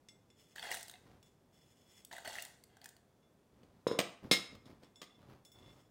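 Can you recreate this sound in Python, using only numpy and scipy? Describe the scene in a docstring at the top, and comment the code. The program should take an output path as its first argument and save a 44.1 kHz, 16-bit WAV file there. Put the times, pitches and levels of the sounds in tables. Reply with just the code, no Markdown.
"""A fingertip pings a ceramic plate in a small kitchen; rubbing fingers make it sing faintly.
Dry whole spices slide off it into a grinder cup in two pours, drumming on the wall and crackling.
The cup knocks on the counter and shakes the dishes. The plate is put down with a clack and a
sharp clink, then jiggles under the hand. Sleeves rustle over faint room air."""
import sys
import numpy as np
from scipy import signal
from scipy.io import wavfile
from scipy.ndimage import uniform_filter1d

SR = 44100
rng = np.random.default_rng(int(sys.argv[2]) if len(sys.argv) > 2 else 0)


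def wav_out(sig):
    """Save sig, one row per channel (or a flat mono array), as 16-bit PCM at SR to the path in sys.argv[1]."""
    wavfile.write(sys.argv[1], SR, np.round(np.clip(np.atleast_2d(sig).T, -1, 1) * 32767).astype(np.int16))


N = 260234

# spectra: (frequency [Hz], relative density [dB])
AIR_SPECTRUM = [(12, -50.5), (20, -21.5), (110, -5.5), (255, -8), (293, -11.5), (410, -10), (446, -13),
                (499, -13), (897, -19.5), (1400, -25.5), (3160, -33.5), (3440, -28), (3740, -34),
                (5850, -34), (16000, -41.5)]
FLAP_SPECTRUM = [(30, -14), (70, 1), (130, 2), (300, -3.5), (550, -12.5), (1200, -34), (5000, -69)]
SWISH_SPECTRUM = [(150, -7.5), (550, 6.5), (1100, 3.5), (2200, -5.5), (5000, -11), (8000, -21.5),
                  (15000, -21.5)]
GLAZE_SPECTRUM = [(500, -27), (2000, -1), (4300, -3.5), (5400, -1.5), (7000, 1.5), (9400, -5), (11000, -12),
                  (13800, -6), (15500, -9.5)]  # skin on glaze
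CLATTER_SPECTRUM = [(300, -26.5), (1500, -15.5), (2150, -1), (2450, -8.5), (3600, 1), (4700, -7), (5300, 3),
                    (5900, -13), (6600, -11), (10100, -13.5), (11200, -24.5), (14300, -20.5), (16000, -30)]  # weak dish modes
CLACK_SPECTRUM = [(100, -23), (500, -3.5), (750, -4), (1100, -1), (1600, -4.5), (2200, -6), (3200, -3),
                  (4600, -8.5), (6000, -13), (9000, -18), (12000, -27.5), (16000, -23)]
TICK_SPECTRUM = [(300, -29), (1500, -30), (3500, -3), (5200, -3), (6500, -1), (8800, 2.5), (10800, -6.5),
                 (15500, -4)]
HUSK_SPECTRUM = [(100, -43), (400, -9), (800, 2), (1150, -11.5), (1800, -10), (2400, -19.5), (4000, -13.5),
                 (5500, -21.5), (12000, -28)]

# modes: (frequency [Hz], relative level [dB], t60 [s])
PLATE_MODES = [(2116, -11, .27), (2760, -15, .22), (3418, -3, .13), (3475, 0, .2), (3850, -14, .08),
               (5050, -14, .12), (5295, -9, .12), (5405, -1, .19), (6480, -12, .15), (7040, -7, .17),
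               (7820, -7, .2), (9550, -9, .18), (10530, -12, .18), (11970, -17, .2), (12400, -14, .2),
               (13110, -13, .18), (15640, -7, .2)]  # held in the hand
RIM_MODES = [(1113, -7, 0.05), (2053, -1.5, 0.038), (2510, -4, 0.052), (3280, 5.5, 0.031),
             (4110, -9.5, 0.013), (4700, -2, 0.03), (5050, -6, .03), (6740, -7.5, 0.05), (8340, -2, 0.024),
             (14250, -9, .03)]  # plate rim, damped by the counter
DISH_MODES = [(1855, -9, .2), (2135, -5, .26), (2215, -10, .28), (2803, -6, .2), (3230, -6, .17),
              (3480, -9, .28), (3552, 1, .14), (3853, 2.5, .13), (4242, -5, .13), (5152, 1.5, .12),
              (5303, -6, .14), (5412, 1, .14), (6570, -6, .15), (6995, -9, .15), (8183, -10, .15),
              (9685, -9, .09), (9990, -12, .12), (13950, -15, .13), (14400, -16, .13)]  # plate and glass dish together
COUNTER_MODES = [(133, -11.5, .12), (198.2, -5, 0.15), (286, 1, 0.07), (341.6, -1, 0.091),
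                 (419, 2.5, 0.042), (489, 1, 0.06), (514, -7.5, 0.038)]
FOOT_MODES = [(171.5, -18, .05), (365, -12, 0.021), (482, 7.5, 0.025), (512, -17, 0.034),
              (980, -2.5, 0.015), (1370, -19.5, 0.014)]  # cup foot on the counter
CUP_MODES = [(689, -7.5, 0.092), (764, -8, 0.069), (896, -10, 0.062), (1592, 3, 0.014), (1920, 0, 0.02),
             (2070, -2, 0.027), (2584, -14.5, 0.13), (2883, -7.5, 0.075), (3276, -1.5, 0.022),
             (3690, -8, 0.018), (4467, -9.5, 0.042)]

# kitchen decay: (frequency [Hz], t60 [s])
ROOM_DECAY = [(120, 0.4), (400, 0.33), (1200, 0.54), (3000, 0.39), (7000, 0.38), (15000, 0.25)]
# arm movements: (start [s], length [s], flap [dB], swish [dB])
SLEEVE_MOVES = [(0.957, 0.21, -65.5, -74), (1.04, 0.081, -74, -68), (3.513, 0.31, -68.5, -73),
                (4.221, 0.023, -47, -55), (4.489, 0.054, -56.5, -64.5), (4.65, 0.057, -55.5, -58.5),
                (4.807, .025, -64, -61.5), (5.169, 0.17, -63, -65.5), (5.281, 0.016, -59.5, -63.5),
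                (5.534, 0.24, -62.5, -64.5)]
# plate shifting on the counter: (start [s], end [s], ring [dB])
JIGGLE_RUNS = [(4.995, 5.141, -58.5), (5.557, 5.69, -55)]
# light touches: (time [s], ring [dB], scuff [dB], cut-off [Hz])
FINGER_PINGS = [(0.0862, -53, -49, 6760), (0.302, -64, -63, 6440), (1.228, -66, -61, 15100),
                (3.228, -68.5, -70, 3500), (4.844, -64.5, -64, 4460), (4.958, -55, -75, 7500),
                (5.450, -57.5, -56.5, 15500), (5.518, -59, -69, 15600)]
# fingers sliding on glaze: (start [s], length [s], level [dB], swell [dB/s])
FINGER_RUBS = [(0.348, 0.17, -65, -3), (1.227, 0.092, -73, -30), (1.513, 0.37, -69, -9),
               (1.851, 0.15, -71.5, 58), (5.55, 0.266, -72.5, 10)]
# cup landing on one edge, then the other: (time [s], thud [dB], dish rattle [dB])
CUP_KNOCKS = [(3.8680, -17, -40.5), (3.914, -21, -49.5)]
# wall returns of a knock: (delay [s], gain [dB])
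KNOCK_ECHOES = [(.0175, -12.5), (.037, -22.5), (.05, -20), (.063, -21)]
# a knock reaching the dishes: (delay [s], gain [dB])
DISH_SHAKES = [(.003, -3), (.0078, -0.5)]
# hard plate contacts: (time [s], clack [dB], thump [dB], dish ring [dB], clack step per rebound [dB])
PLATE_CONTACTS = [(3.633, -61, -56.5, -90, -15.5), (3.9903, -20.5, -25.5, -42, -6),
                  (4.3137, -27.5, -21, -17, 1), (4.552, -53, -63, -78, -15), (4.6570, -65, -59, -61, -10),
                  (4.834, -56, -52, -86, -6), (5.018, -40, -46.5, -52.5, -5.5)]
# large seeds landing: (time [s], cup ring [dB], tick [dB], seed note [Hz])
SEED_HITS = [(0.559, -42.5, -55.5, 1840), (0.581, -37, -65, 1710), (0.594, -35.5, -58, 3430),
             (0.626, -37, -58, 3320), (0.653, -37.5, -70, 1770), (0.714, -30, -41.5, 1950),
             (0.723, -36, -49, 2140), (0.742, -34, -42.5, 3780), (0.748, -42, -42, 1840),
             (0.77, -40, -49, 2570), (0.808, -46, -52, 4460), (0.828, -52, -46, 4320),
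             (0.881, -46, -51, 4600), (0.896, -42, -50.5, 3730), (0.912, -55, -53.5, 3770),
             (0.938, -44, -67, 3680), (0.955, -50, -76, 3800), (2.048, -74, -49.5, 2600),
             (2.112, -40.5, -66, 1780), (2.127, -40, -53, 3840), (2.133, -42.5, -56, 1950),
             (2.164, -38, -57, 1860), (2.181, -41.5, -55.5, 1580), (2.248, -45, -57, 2040),
             (2.255, -38, -54.5, 1630), (2.275, -35.5, -46.5, 1900), (2.353, -35, -53, 1990),
             (2.361, -40.5, -60, 1780), (2.384, -33, -55, 1930), (2.422, -44, -40.5, 4540),
             (2.45, -48, -47, 1990), (2.637, -60, -57, 4620), (2.768, -54, -65.5, 1580),
             (2.815, -48.5, -65, 4500), (2.842, -47.5, -52, 4430), (2.857, -43, -49.5, 1780),
             (2.889, -62, -53.5, 1600), (2.965, -55.5, -65, 4470)]
# clumps sliding into the cup: (start [s], length [s], drumming [dB], crackle [dB])
SEED_SLIDES = [(0.554, .06, -61.5, -60.5), (0.622, 0.09, -52, -58), (0.703, 0.028, -52.5, -49),
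               (2.11, 0.093, -60.5, -63.5), (2.244, .008, -52, -61), (2.277, .12, -55.5, -55.5),
               (2.689, .11, -78, -100), (2.81, 0.032, -70.5, -79)]

PLATE_DOWN_S, DAMPED_BELOW_HZ = 4.3, 2600  # the counter damps the plate's lowest modes
GRAZE_S, GRAZE_DB, REBOUND_S, REBOUND_RATTLE_DB = .0015, -4, .0112, -7
SLIDE_ATTACK_S, TRICKLE_DB, TRICKLE_T60_S = .0043, -14, .86


def amp(db):
    """Decibels to gain."""
    return 10 ** (np.asarray(db) / 20)


def unit_rms(x):
    """Scale to unit rms."""
    return x / np.sqrt(np.mean(x ** 2) + 1e-20)


def unit_peak(x):
    """Scale to unit peak."""
    return x / (abs(x).max() + 1e-20)


def lookup(points, hz):
    """Interpolate a table over log frequency."""
    points_hz, values = np.transpose(points)
    return np.interp(np.log(hz + 1), np.log(points_hz + 1), values)


def add(mix, at_s, sound):
    """Mix a sound in place."""
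    part = mix[round(at_s * SR):][:len(sound)]
    part += sound[:len(part)]


def seconds(length_s):
    """Time axis."""
    return np.arange(int(length_s * SR)) / SR


def low_pass(x, hz):
    """Soft contacts excite little treble."""
    return signal.sosfilt(signal.butter(2, hz, fs=SR, output="sos"), x)


def high_pass(x, hz):
    """Small or damped objects radiate little bass."""
    return signal.sosfilt(signal.butter(3, hz, "high", fs=SR, output="sos"), x)


def coloured(x, spectrum):
    """Minimum-phase filter of unit energy."""
    log_gain = lookup(spectrum, abs(np.fft.fftfreq(4096, 1 / SR))) * np.log(10) / 20
    taps = np.fft.ifft(np.exp(np.conj(signal.hilbert(log_gain)))).real[:2048]
    return signal.oaconvolve(x, taps / np.linalg.norm(taps))[:len(x)]


def excite(drive, response):
    """Convolve, cut to scene length."""
    return signal.oaconvolve(drive, response)[:N]


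def ring(modes, length_s, scatter_db=0, detune=0):
    """Decaying modes; the impact point scatters their strength and sign."""
    hz, db, t60_s = np.transpose(modes)[:, :, None]
    strength, shift, side = rng.standard_normal((3, len(hz), 1))
    t = seconds(length_s)
    gains = amp(db + scatter_db * strength) * (np.sign(side) if scatter_db else 1)
    waves = gains * amp(-60 * t / t60_s) * np.sin(2 * np.pi * hz * (1 + detune * shift) * t)
    return waves.sum(0) / np.linalg.norm(gains)


def burst(spectrum, decay_s):
    """Brief crush of rough surfaces."""
    t = seconds(.06)
    return coloured(rng.choice([-1., 1.], len(t)) * np.exp(-t / decay_s), spectrum)


def grains(per_s, spread_db):
    """Random tiny impacts of uneven strength."""
    gains = amp(spread_db * np.minimum(rng.exponential(1, N), 3))
    return gains * rng.choice([-1., 1.], N) * (rng.random(N) < per_s / SR)


def gesture(start_s, length_s, attack_s, t60_s, db_per_s=0):
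    """Envelope of one movement: attack, sloping hold, release."""
    t = np.arange(N) / SR - start_s
    hold_db = db_per_s * np.clip(t, 0, length_s)
    release_db = -60 * np.maximum(t - length_s, 0) / t60_s
    return np.clip(t / attack_s, 0, 1) * amp(hold_db + release_db)


def room_air():
    """Faint, steady low noise."""
    return amp(-70) * unit_rms(coloured(rng.standard_normal(N), AIR_SPECTRUM))


def kitchen(x, wet_db, build_s):
    """Sparse echoes off cupboards and walls; each band decays at its own rate."""
    t = seconds(.7)
    echoes = rng.choice([-1., 1.], len(t)) * (rng.random(len(t)) < 4000 / SR)
    echoes *= 1 - np.exp(-(t / build_s) ** 2)
    hz, frame_s, bands = signal.stft(echoes, SR, nperseg=256)
    bands = bands * amp(-60 * frame_s / lookup(ROOM_DECAY, hz)[:, None])
    _, tail = signal.istft(bands, SR, nperseg=256)
    return x + amp(wet_db) * excite(x, tail / np.linalg.norm(tail))


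def sleeves():
    """Cloth flaps softly; threads catch in a fine swish."""
    flap = unit_rms(coloured(grains(per_s=240, spread_db=-2), FLAP_SPECTRUM))
    swish = unit_rms(coloured(grains(per_s=2000, spread_db=4), SWISH_SPECTRUM))
    out = np.zeros(N)
    for start_s, length_s, flap_db, swish_db in SLEEVE_MOVES:
        cloth = amp(flap_db - 1.5) * flap + amp(swish_db - 5) * swish
        out += cloth * gesture(start_s, length_s, attack_s=.024, t60_s=.3)
    return out


def plate_jiggle(count=5, jitter_s=.008, cutoff_hz=3886):
    """The resting plate shifts under the hand: runs of soft, uneven pings."""
    out = np.zeros(N)
    for start_s, end_s, db in JIGGLE_RUNS:
        for at_s in np.linspace(start_s, end_s, count) + jitter_s * rng.uniform(-1, 1, count):
            add(out, at_s, amp(db) * ring(PLATE_MODES, .4, scatter_db=1.5, detune=.003))
    softened = low_pass(low_pass(out, cutoff_hz), cutoff_hz)
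    return high_pass(softened, DAMPED_BELOW_HZ)


def finger_rubs():
    """Skin sticks and slips in spurts, both driving and damping the plate's modes."""
    spurts = amp(2.5 * unit_rms(uniform_filter1d(rng.standard_normal(N), size=1300)))
    friction = spurts * coloured(grains(per_s=3900, spread_db=4.5), GLAZE_SPECTRUM)
    damped_ring = ring(PLATE_MODES, .1, scatter_db=1) * np.exp(-seconds(.1) / .009)
    singing = excite(friction, damped_ring)
    pressure = sum(amp(db) * gesture(start_s, length_s, attack_s=.052, t60_s=.21, db_per_s=swell)
                   for start_s, length_s, db, swell in FINGER_RUBS)
    return amp(-6.5) * pressure * (unit_rms(singing) + unit_rms(friction))


def finger_pings():
    """A fingertip scuffs the glaze and rings the plate."""
    out = np.zeros(N)
    for at_s, ring_db, scuff_db, cutoff_hz in FINGER_PINGS:
        touch = amp(ring_db) * ring(PLATE_MODES, .4, scatter_db=1.5, detune=.003)
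        add(touch, 0, amp(scuff_db) * burst(GLAZE_SPECTRUM, decay_s=.0046))
        if at_s > PLATE_DOWN_S:
            touch = high_pass(touch, DAMPED_BELOW_HZ)
        add(out, at_s, low_pass(touch, cutoff_hz))
    return out


def dishes(modes_db, decay_s):
    """Strong modes over a fast-decaying crowd of weak ones."""
    t = seconds(.5)
    crowd = coloured(rng.standard_normal(len(t)) * np.exp(-t / decay_s), CLATTER_SPECTRUM)
    return crowd + amp(modes_db) * ring(DISH_MODES, .5, scatter_db=1, detune=.0015)


def cup_knocks():
    """The padded foot thuds on the counter, which then shakes the dishes."""
    out = np.zeros(N)
    for at_s, thud_db, rattle_db in CUP_KNOCKS:
        thud = -amp(thud_db) * low_pass(ring(FOOT_MODES, .2), hz=3000)
        add(out, at_s, thud)
        for delay_s, echo_db in KNOCK_ECHOES:
            add(out, at_s + delay_s, amp(echo_db) * thud)
        for delay_s, shake_db in DISH_SHAKES:
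            rattle = low_pass(dishes(modes_db=-3, decay_s=.0061), hz=15500)
            add(out, at_s + delay_s, amp(rattle_db + shake_db) * rattle)
    return high_pass(out, hz=130)


def plate_contacts():
    """The rim grazes, lands and rebounds twice; the counter thumps, the dishes ring."""
    out = np.zeros(N)
    for at_s, clack_db, thump_db, ring_db, rebound_db in PLATE_CONTACTS:
        # (delay [s], rim [dB], rattle [dB])
        landing = (.00042, 0, 0)
        graze = (-GRAZE_S, GRAZE_DB, GRAZE_DB)
        rebounds = [(k * REBOUND_S, k * rebound_db, k * REBOUND_RATTLE_DB) for k in (1, 2)]
        for delay_s, rim_db, _ in [landing, graze, *rebounds]:
            add(out, at_s + delay_s, amp(clack_db + rim_db - 3.5) * burst(CLACK_SPECTRUM, decay_s=.004))
            add(out, at_s + delay_s, amp(clack_db + rim_db - 7) * ring(RIM_MODES, .1, scatter_db=3))
        for delay_s, _, rattle_db in [graze, *rebounds]:
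            add(out, at_s + delay_s, amp(ring_db + rattle_db - 6.5) * dishes(modes_db=-8, decay_s=.01))
        add(out, at_s, amp(thump_db) * ring(COUNTER_MODES, .28))
        add(out, at_s, amp(ring_db - 7.5) * dishes(modes_db=2, decay_s=.021))
    return high_pass(out, hz=134)


def snap(hz, rise_cycles):
    """One dry seed: a tone that swells and dies within milliseconds."""
    cycles = hz * seconds(.01)
    return np.sin(2 * np.pi * cycles) * (cycles / rise_cycles) * np.exp(-cycles / rise_cycles)


def large_seeds():
    """Each landing gives a short cup ring, the seed's hollow note and a dry tick."""
    out = np.zeros(N)
    for at_s, cup_db, tick_db, note_hz in SEED_HITS:
        cup = unit_peak(ring(CUP_MODES, .1, scatter_db=8, detune=.026))
        add(out, at_s + .000997, amp(cup_db - 3) * cup)
        add(out, at_s + .00096, amp(cup_db - 4.5) * unit_peak(snap(note_hz, rise_cycles=2.45)))
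        add(out, at_s + .001, amp(tick_db + 4.5) * burst(TICK_SPECTRUM, decay_s=.0028))
    return out


def slide(start_s, length_s, t60_s, db_per_s):
    """Envelope of a clump: abrupt start, thinning rush, trickle of stragglers."""
    rush = gesture(start_s, length_s, SLIDE_ATTACK_S, t60_s, db_per_s)
    trickle = gesture(start_s, length_s, SLIDE_ATTACK_S, TRICKLE_T60_S, db_per_s)
    return np.hypot(rush, amp(TRICKLE_DB) * trickle)


def pour():
    """Small seeds drum on the cup wall and crackle against each other at many pitches."""
    wall = sum(excite(grains(per_s=70, spread_db=3.5), ring(CUP_MODES, .1, scatter_db=3, detune=.025))
               for _ in range(6))
    husks = coloured(grains(per_s=2000, spread_db=5), HUSK_SPECTRUM)
    drumming = amp(1.5) * unit_rms(wall) + amp(-1) * unit_rms(husks)
    snaps = sum(excite(grains(per_s=220, spread_db=3), snap(hz, rise_cycles=2.6))
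                for hz in np.geomspace(3500, 15500, num=12))
    crackle = unit_rms(coloured(snaps, TICK_SPECTRUM))
    drum_power, crackle_power = np.zeros((2, N))
    for start_s, length_s, drum_db, crackle_db in SEED_SLIDES:
        drum_power += (amp(drum_db) * slide(start_s, length_s, t60_s=.29, db_per_s=-30)) ** 2
        crackle_power += (amp(crackle_db) * slide(start_s, length_s, t60_s=.48, db_per_s=-8)) ** 2
    return drumming * np.sqrt(drum_power) + crackle * np.sqrt(crackle_power)


def scene():
    """Mono mix: all sources in one kitchen, over its air."""
    air = room_air()
    handling = pour() + large_seeds() + finger_pings() + finger_rubs() + plate_jiggle() + sleeves()
    handling = kitchen(handling, wet_db=-9.5, build_s=.0039)
    clacks = kitchen(plate_contacts(), wet_db=-9, build_s=.0035)
    knocks = kitchen(cup_knocks(), wet_db=-7, build_s=.012)
    return (air + handling + clacks + knocks)[None]


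def record(dry):
    """Band limit at 15950 Hz."""
    taps = signal.firwin(401, 15950, window=("kaiser", 8), fs=SR)
    return signal.oaconvolve(dry, taps[None], "same")


dry = scene()
out = record(dry)
wav_out(out)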